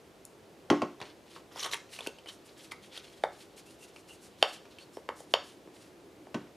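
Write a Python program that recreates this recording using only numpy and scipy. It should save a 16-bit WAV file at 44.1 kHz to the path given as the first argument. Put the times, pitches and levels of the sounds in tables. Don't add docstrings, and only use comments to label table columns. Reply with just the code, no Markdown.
import sys
import numpy as np
from scipy import signal
from scipy.fft import rfft, irfft
from scipy.io import wavfile
from scipy.ndimage import uniform_filter1d

SR = 44100
rng = np.random.default_rng(int(sys.argv[2]) if len(sys.argv) > 2 else 0)


def wav_record(signal):
    frames = np.transpose(np.atleast_2d(signal))
    bounded = np.clip(frames, -1, 1)
    quanta = np.round(bounded * 32767).astype(np.int16)
    wavfile.write(sys.argv[1], SR, quanta)


N = 289296
AGE = np.arange(SR // 2) / SR


def from_db(db):
    return 10 ** (np.asarray(db) / 20)


def rms_one(x):
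    return x / np.sqrt(np.mean(x ** 2) + 1e-20)


def energy_one(x):
    return x / np.sqrt(np.sum(x ** 2) + 1e-20)


def at_hz(points, hz):
    points = np.array(points)
    return np.interp(np.log(np.maximum(hz, 1)), np.log(points[:, 0]), points[:, 1])


def in_time(rows):
    s, *columns = np.transpose(rows)
    time = np.arange(N) / SR
    curves = []
    for column in columns:
        level_db = np.interp(time, s, column, left=-120, right=-120)
        curves.append(uniform_filter1d(from_db(level_db), size=400))
    return curves


def coloured(x, spectrum):
    size = 4096
    hz = np.arange(size // 2 + 1) * SR / size
    cepstrum = irfft(np.log(from_db(at_hz(spectrum, hz))))
    folded = np.r_[cepstrum[0], 2 * cepstrum[1:size // 2]]
    response = irfft(np.exp(rfft(folded, size)))
    return signal.fftconvolve(x, response)[:len(x)]


def band(x, low_hz, high_hz):
    edges = [low_hz, min(high_hz, SR / 2 - 1000)]
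    return signal.sosfilt(signal.butter(2, edges, "band", fs=SR, output="sos"), x + 1e-18)


def high_pass(x, order, cutoff_hz):
    return signal.sosfilt(signal.butter(order, cutoff_hz, "high", fs=SR, output="sos"), x + 1e-18)


def drift(rate):
    knots = rng.standard_normal(4000)
    return np.interp(np.arange(N) / SR * rate, np.arange(len(knots)), knots)


def grains(per_s, spread_db, count):
    sizes = from_db(spread_db * np.minimum(rng.exponential(1, count), 4))
    sizes = sizes * rng.choice([-1, 1], count)
    return rms_one(sizes * (rng.random(count) < per_s / SR))


def dying(t60):
    return from_db(-60 * AGE / t60)


def ringing(modes, low_hz, high_hz, rise_s, pitch=1):
    rings = []
    for k, (hz, db, t60) in enumerate(modes):
        if low_hz <= hz < high_hz:
            sine = np.sin(2 * np.pi * hz * pitch * AGE)
            rings.append((-1) ** k * from_db(db) * dying(t60) * sine)
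    return energy_one(sum(rings) * (1 - np.exp(-AGE / rise_s)))


def favouring(modes, spot_hz, db_per_octave):
    return [(hz, db - db_per_octave * abs(np.log2(hz / spot_hz)), t60) for hz, db, t60 in modes]


def add(track, s, sound):
    start = round(s * SR)
    track[start:start + len(sound)] += sound[:N - start]


def room_tone(air_db=-56.5, hum_hz=335, hum_db=-2.5):
    # (frequency [Hz], relative level [dB])
    air_spectrum = [(15, -71), (25, -38.5), (55, -17), (122, -12), (160, -11.5), (215, -11), (274, -11.5),
                    (340, -6.5), (469, -9.5), (509, -10), (552, -11.5), (1080, -21), (1660, -25),
                    (2770, -26.5), (15500, -39.5)]
    # (time [s], level [dB]); the swell near 0.9 s is the table
    hum_course = [(0.0, -70), (0.51, -67), (0.89, -57), (1.17, -67), (3.85, -64.5), (4.48, -65),
                  (6.25, -54.5), (6.56, -65)]
    air = rms_one(coloured(rng.standard_normal(N), air_spectrum))
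    hum = rms_one(band(rng.standard_normal(N), hum_hz * 0.85, hum_hz * 1.163))
    hum_level = np.interp(np.arange(N) / SR, *np.transpose(hum_course))
    return from_db(air_db) * air + from_db(hum_level + hum_db) * hum


def room(x, first_echo_s=.006, near_db=0.5, near_t60=0.0388):
    # (frequency [Hz], t60 [s])
    wall_t60 = [(150, 0.37), (600, 0.19), (1500, 0.31), (3000, 0.32), (6000, 0.42), (12000, 0.27)]
    # (frequency [Hz], level [dB])
    echo_spectrum = [(100, -15.5), (400, -10.5), (750, -5), (1500, -3), (3000, -11), (6000, -8),
                     (14000, -13.5)]
    edges = np.geomspace(70, 17000, 9)
    tail = 0
    for low, high in zip(edges, edges[1:]):
        walls = dying(at_hz(wall_t60, np.sqrt(low * high)))
        fade = walls + from_db(near_db) * dying(near_t60)
        echo = energy_one(band(rng.standard_normal(len(AGE)), low, high) * fade)
        tail = tail + echo * np.sqrt(2 * (high - low) / SR)
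    response = np.r_[np.zeros(round(first_echo_s * SR)), coloured(tail, echo_spectrum)]
    return signal.fftconvolve(x, response)[:N]


def table_knocks(thump_db=30.5, board_db=25.5, rattle_db=27.5, favour_db=12.0):
    # (time [s], then levels before the trims: thump [dB], board [dB], rattle [dB],
    # favoured thump frequency [Hz])
    knocks = [(0.701, -19, -23.5, -24, 320), (0.725, -32, -27.5, -43, 312), (0.819, -31, -26.5, -34, 260),
              (1.015, -52, -45, -39.5, 380), (6.344, -32, -38.5, -35, 226)]
    # (frequency [Hz], relative level [dB], t60 [s])
    table_modes = [(107, -9, 0.27), (139, -6, 0.28), (178, -6, 0.21), (212.4, -14, 0.24),
                   (238.4, 3.5, 0.12), (294, -4, 0.29), (336.5, -2.5, 0.13), (356, -3, 0.27),
                   (402.3, -4.5, 0.28), (465, 3, 0.053), (529, 3.5, 0.089), (609.5, 5, 0.12),
                   (705, 4.5, 0.091), (763.4, 0.5, 0.084), (830, 6.5, 0.018), (1006, -1, 0.066),
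                   (1077, 10, 0.034)]
    # (frequency [Hz], relative level [dB])
    rattle_spectrum = [(500, 8), (1300, 2), (2000, 0), (2900, 0), (4000, -7), (6500, -14), (9000, -22),
                       (15000, -36)]
    out = np.zeros(N)
    for s, thump, board, rattle, spot_hz in knocks:
        top = ringing(favouring(table_modes, spot_hz, favour_db), 0, 435, rise_s=0.0067)
        boards = ringing(table_modes, 435, 2000, rise_s=0.000081)
        chatter = grains(5900, 1.57, len(AGE)) * (dying(0.032) + 0.091 * dying(0.42))
        chatter = energy_one(coloured(chatter, rattle_spectrum))
        knock = from_db(thump + thump_db) * top + from_db(board + board_db) * boards
        add(out, s, knock + from_db(rattle + rattle_db) * chatter)
    return high_pass(out, 4, 105)


def nail_clicks(t60=0.0085):
    # (time [s], peak level [dB])
    clicks = [(.252, -30.5)]
    # (frequency [Hz], relative level [dB])
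    nail_spectrum = [(2500, -30), (4500, -1.5), (8500, 6), (13000, -2), (15500, -6)]
    out = np.zeros(N)
    for s, peak in clicks:
        click = coloured(rng.standard_normal(len(AGE)) * dying(t60), nail_spectrum)
        add(out, s, from_db(peak) * click / np.abs(click).max())
    return out


def gripping(level_db=-72, slips_per_s=700, waver_db=3.5):
    holding, = in_time([(s, level_db) for s in (2.1, 4.9)])
    slips = rms_one(band(grains(slips_per_s, 3.0, N), 2700, 4500))
    return holding * from_db(waver_db * drift(25)) * slips


def squeaking(level_db=-10.0, length_s=0.06, lead_s=0.028, width=0.037):
    # (time near the fullest swell [s], level before the trim [dB], centre frequency [Hz])
    squeaks = [(1.95, -46, 2750), (2.284, -40, 3050), (2.608, -54, 3320), (2.849, -52, 3230),
               (2.925, -50, 3440), (3.149, -56, 3340), (3.68, -55, 2700), (3.831, -48.5, 2780),
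               (4.111, -47.5, 2840), (4.819, -50, 4400), (4.953, -54.5, 5430)]
    out = np.zeros(N)
    swell = np.sin(np.pi * np.minimum(AGE / length_s, 1))
    for s, db, hz in squeaks:
        slips = rms_one(band(grains(2300, 2.0, len(AGE)), hz / (1 + width), hz * (1 + width)))
        add(out, s - lead_s, from_db(db + level_db) * swell * slips)
    return out


def paper_snaps(low_db=18.0, ring_db=22.5, t60=0.027, rise_s=0.00042, sheet_share=0.21):
    # (time [s], ring level before the trim [dB], thud level before the trim [dB],
    # ring frequency [Hz])
    snaps = [(1.002, -47.5, -40, 3620), (1.362, -54, -40, 2730), (1.559, -49, -37, 5370),
             (1.628, -33.5, -54, 4100), (1.733, -30.5, -49, 2100), (1.988, -38, -38.5, 2860),
             (2.006, -38.5, -37, 3680), (2.063, -40.5, -37, 2650), (2.185, -49, -49, 2980),
             (2.259, -51, -45, 2470), (2.718, -38, -37.5, 2250), (2.975, -38, -42.5, 3560),
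             (3.961, -47.5, -47.5, 2820), (4.653, -56, -49.5, 2660), (4.785, -46, -54, 3030)]
    tick_db = -12
    out = np.zeros(N)
    for s, middle, low, ring_hz in snaps:
        slips = grains(8100, 1.0, len(AGE)) * dying(t60) * (1 - np.exp(-AGE / rise_s))
        thud = energy_one(band(slips, 380, 1300))
        own_ring = band(slips, ring_hz * 0.872, ring_hz * 1.07)
        ring = energy_one(own_ring + sheet_share * band(slips, 2600, 5100))
        tick = energy_one(band(slips, 6800, 10700))
        ring_level = middle + ring_db
        sheet = from_db(ring_level) * ring + from_db(ring_level + tick_db) * tick
        add(out, s, from_db(low + low_db) * thud + sheet)
    return out


def peeling(creak_db=-0.5, crackle_db=-3.0):
    # (time [s], then levels before the trims: creak
    # [dB], crackle [dB])
    stretches = [
        [(1.51, -55, -68), (1.53, -65, -54), (1.566, -45.5, -47), (1.606, -52, -32.5), (1.625, -58, -43)],
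        [(1.625, -45, -48), (1.631, -41, -31.5), (1.653, -41, -34.5), (1.663, -35.5, -42.5), (1.7, -55, -49)],
        [(1.7, -63, -53), (1.712, -56, -43.5), (1.736, -40.5, -30), (1.748, -48, -41.5), (1.78, -61, -53)],
    ]
    # (frequency [Hz], relative level [dB])
    creak_spectrum = [(200, -22.5), (450, 3.5), (800, 1.5), (1150, 7), (1500, -2), (2000, 0), (2800, -40)]
    crackle_spectrum = [(1000, -16), (2100, -6), (3000, 1), (4000, -0.5), (4500, -7), (5300, -3.5),
                        (7000, -9), (11000, -13.5), (14000, -22), (15500, -24)]
    threads_per_s, creaks_per_s = 610, 500
    clump_db, clumps_per_s = 3.0, 160
    thread_spread_db, thread_patchy_db = 2.8, 3.5
    creak, crackle = sum(np.array(in_time(stretch)) for stretch in stretches)
    clumps = from_db(clump_db * drift(clumps_per_s))
    slips = rms_one(coloured(grains(creaks_per_s, 2.0, N) * clumps, creak_spectrum))
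    edges = np.geomspace(1500, 16000, 12)
    threads = 0
    for low, high in zip(edges, edges[1:]):
        snaps = grains(threads_per_s, thread_spread_db, N) * clumps
        threads = threads + band(snaps * from_db(thread_patchy_db * drift(70)), low, high)
    threads = rms_one(coloured(threads, crackle_spectrum))
    return from_db(creak_db) * creak * slips + from_db(crackle_db) * crackle * threads


def stroke_envelope(length_s):
    attack_s, release_s = 0.018, 0.014
    arch_db = 5
    landing = np.minimum(AGE / attack_s, 1)
    arch = from_db(arch_db * (np.sin(np.pi * np.minimum(AGE / length_s, 1)) - 1.5))
    lifting = np.exp(-np.maximum(AGE - length_s, 0) / release_s)
    return landing * arch * lifting


def rubbing(scuff_db=-0.5, hiss_db=0.0):
    # (start [s], length [s], then levels before envelope and trims: scuff [dB], skin hiss [dB])
    strokes = [(0.993, 0.11, -52, -67), (1.252, 0.15, -60.5, -65), (1.887, 0.11, -50.5, -54.5),
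               (2.011, 0.064, -47.5, -56.5), (2.261, .04, -43, -52), (2.31, 0.046, -62, -55.5),
               (2.441, 0.098, -63, -62.5), (2.564, 0.11, -55.5, -57), (2.708, 0.018, -41.5, -48),
               (2.814, 0.071, -55, -57), (2.913, 0.09, -47.5, -59), (3.004, 0.27, -60.5, -64.5),
               (3.31, 0.14, -59, -60.5), (3.559, 0.038, -53.5, -53.5), (3.644, 0.098, -63.5, -61),
               (3.778, 0.11, -60.5, -57.5), (3.93, 0.071, -60, -58.5), (4.069, 0.088, -60.5, -57.5),
               (4.201, .078, -62, -57.5), (4.372, 0.19, -56, -59.5), (4.522, 0.026, -43, -49),
               (4.688, 0.055, -57, -68), (4.784, 0.053, -55.5, -60), (4.917, .06, -63.5, -58.5),
               (5.15, 0.087, -63, -59), (5.263, 0.08, -61.5, -61.5), (5.421, 0.12, -57.5, -58.5),
               (5.726, 0.16, -63, -64)]
    # (frequency [Hz], relative level [dB])
    scuff_spectrum = [(400, -16.5), (1200, -4.5), (1900, 0.5), (2900, 4), (4300, 3), (6000, -6.5),
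                      (9000, -30)]
    hiss_spectrum = [(3000, -13), (5500, -2.5), (7500, -3), (10000, -3), (12500, -10.5), (15500, -21.5)]
    flutter_db, flutter_per_s = 4.2, 45
    scuff, hiss = np.zeros((2, N))
    for s, length_s, catch_db, glide_db in strokes:
        speed = stroke_envelope(length_s)
        add(scuff, s, from_db(catch_db + scuff_db) * speed)
        add(hiss, s, from_db(glide_db + hiss_db) * speed)
    catches = grains(3100, 2.8, N) * from_db(4.45 * drift(110))
    catching = rms_one(coloured(catches, scuff_spectrum))
    gliding = rms_one(coloured(grains(20000, 1.7, N), hiss_spectrum))
    pressure = from_db(flutter_db * drift(flutter_per_s))
    return pressure * (scuff * catching + hiss * gliding)


def stamp_taps(body_db=23.5, middle_db=20.5, ring_db=18.5, crack_db=27.0, flex_s=0.00104, favour_db=35.0):
    # (time [s], then levels before the trims: body [dB], middle [dB], ring [dB], crack [dB],
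    # body pitch [Hz], favoured ring frequency [Hz])
    taps = [(2.07, -32.5, -53, -30.5, -44.5, 374, 2540), (2.719, -53, -46, -58, -60, 394, 2600),
            (3.236, -20, -24, -32.5, -54.5, 660, 3640), (4.425, -17, -18, -11.5, -40, 648, 2890),
            (4.969, -36, -47, -53, -67, 440, 3170), (5.088, -33, -29, -36.5, -60.5, 503, 2840),
            (5.203, -44.5, -63, -55, -58, 552, 3430), (5.337, -20, -21, -14, -45.5, 606, 2970),
            (5.673, -47, -53.5, -69, -82, 335, 2420), (6.268, -46.5, -52, -66, -78, 630, 2950)]
    # (multiple of the body pitch [ratio], relative level [dB], t60 [s])
    body_modes = [(.66, -4, 0.013), (.93, 3.5, 0.014), (1.2, 0.5, 0.016), (1.5, 2.5, 0.0098)]
    # (frequency [Hz], relative level [dB], t60 [s])
    stamp_modes = [(1032, 4.5, 0.0093), (1317, -7.5, 0.019), (1670, 1.5, 0.0069), (2220, -7.5, 0.012),
                   (2630, 4, 0.012), (2830, 0.5, 0.019), (3117, 7.5, 0.013), (3610, 8, 0.015),
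                   (4200, -4, 0.007), (4540, 0.5, 0.012), (4910, -1, 0.0054), (5520, -5.5, 0.011),
                   (6820, -7, 0.0086)]
    # (frequency [Hz], relative level [dB])
    crack_spectrum = [(3000, -38.5), (6500, -5), (9000, -1.5), (12000, -8.5), (15000, -21.5)]
    rim_db = -9
    out = np.zeros(N)
    for s, body, middle, ring, crack, body_hz, ring_hz in taps:
        hollow = from_db(body + body_db) * ringing(body_modes, 0, np.inf, 0.0014, body_hz)
        bend = from_db(middle + middle_db) * ringing(stamp_modes, 0, 2400, 0.00035)
        favoured = favouring(stamp_modes, ring_hz, favour_db)
        clack = from_db(ring) * ringing(favoured, 2400, 4000, 0.00043)
        rim = from_db(ring + rim_db) * ringing(stamp_modes, 4000, 9000, 0.00066)
        burst = rng.standard_normal(len(AGE)) * dying(0.016)
        contact = from_db(crack + crack_db) * energy_one(coloured(burst, crack_spectrum))
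        add(out, s + flex_s, hollow + bend + from_db(ring_db) * (clack + rim) + contact)
    return high_pass(out, 2, 170)


def scene(width_db=-23.0, table_room_db=0.0, hiss_side_db=-67.5, port_lag_s=.000004):
    # (frequency [Hz], relative level [dB])
    side_spectrum = [(40, -11), (400, -1.5), (2000, -13), (8000, -27), (14000, -51)]
    table = table_knocks()
    hands = stamp_taps() + nail_clicks() + paper_snaps() + peeling() + rubbing() + gripping() + squeaking()
    radiated = hands + from_db(table_room_db) * table
    mid = table + hands + room(radiated) + room_tone()
    hiss = rms_one(coloured(rng.standard_normal(N), side_spectrum))
    lag = port_lag_s / 2 * SR * np.gradient(hands)
    side = from_db(width_db) * room(radiated) + from_db(hiss_side_db) * hiss + lag
    return np.array([mid + side, mid - side])


def record(dry):
    soft = signal.sosfilt(signal.butter(2, 14000, fs=SR, output="sos"), dry)
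    return signal.sosfilt(signal.ellip(10, .1, 80, 15400, fs=SR, output="sos"), soft)


dry = scene()
out = record(dry)
wav_record(out)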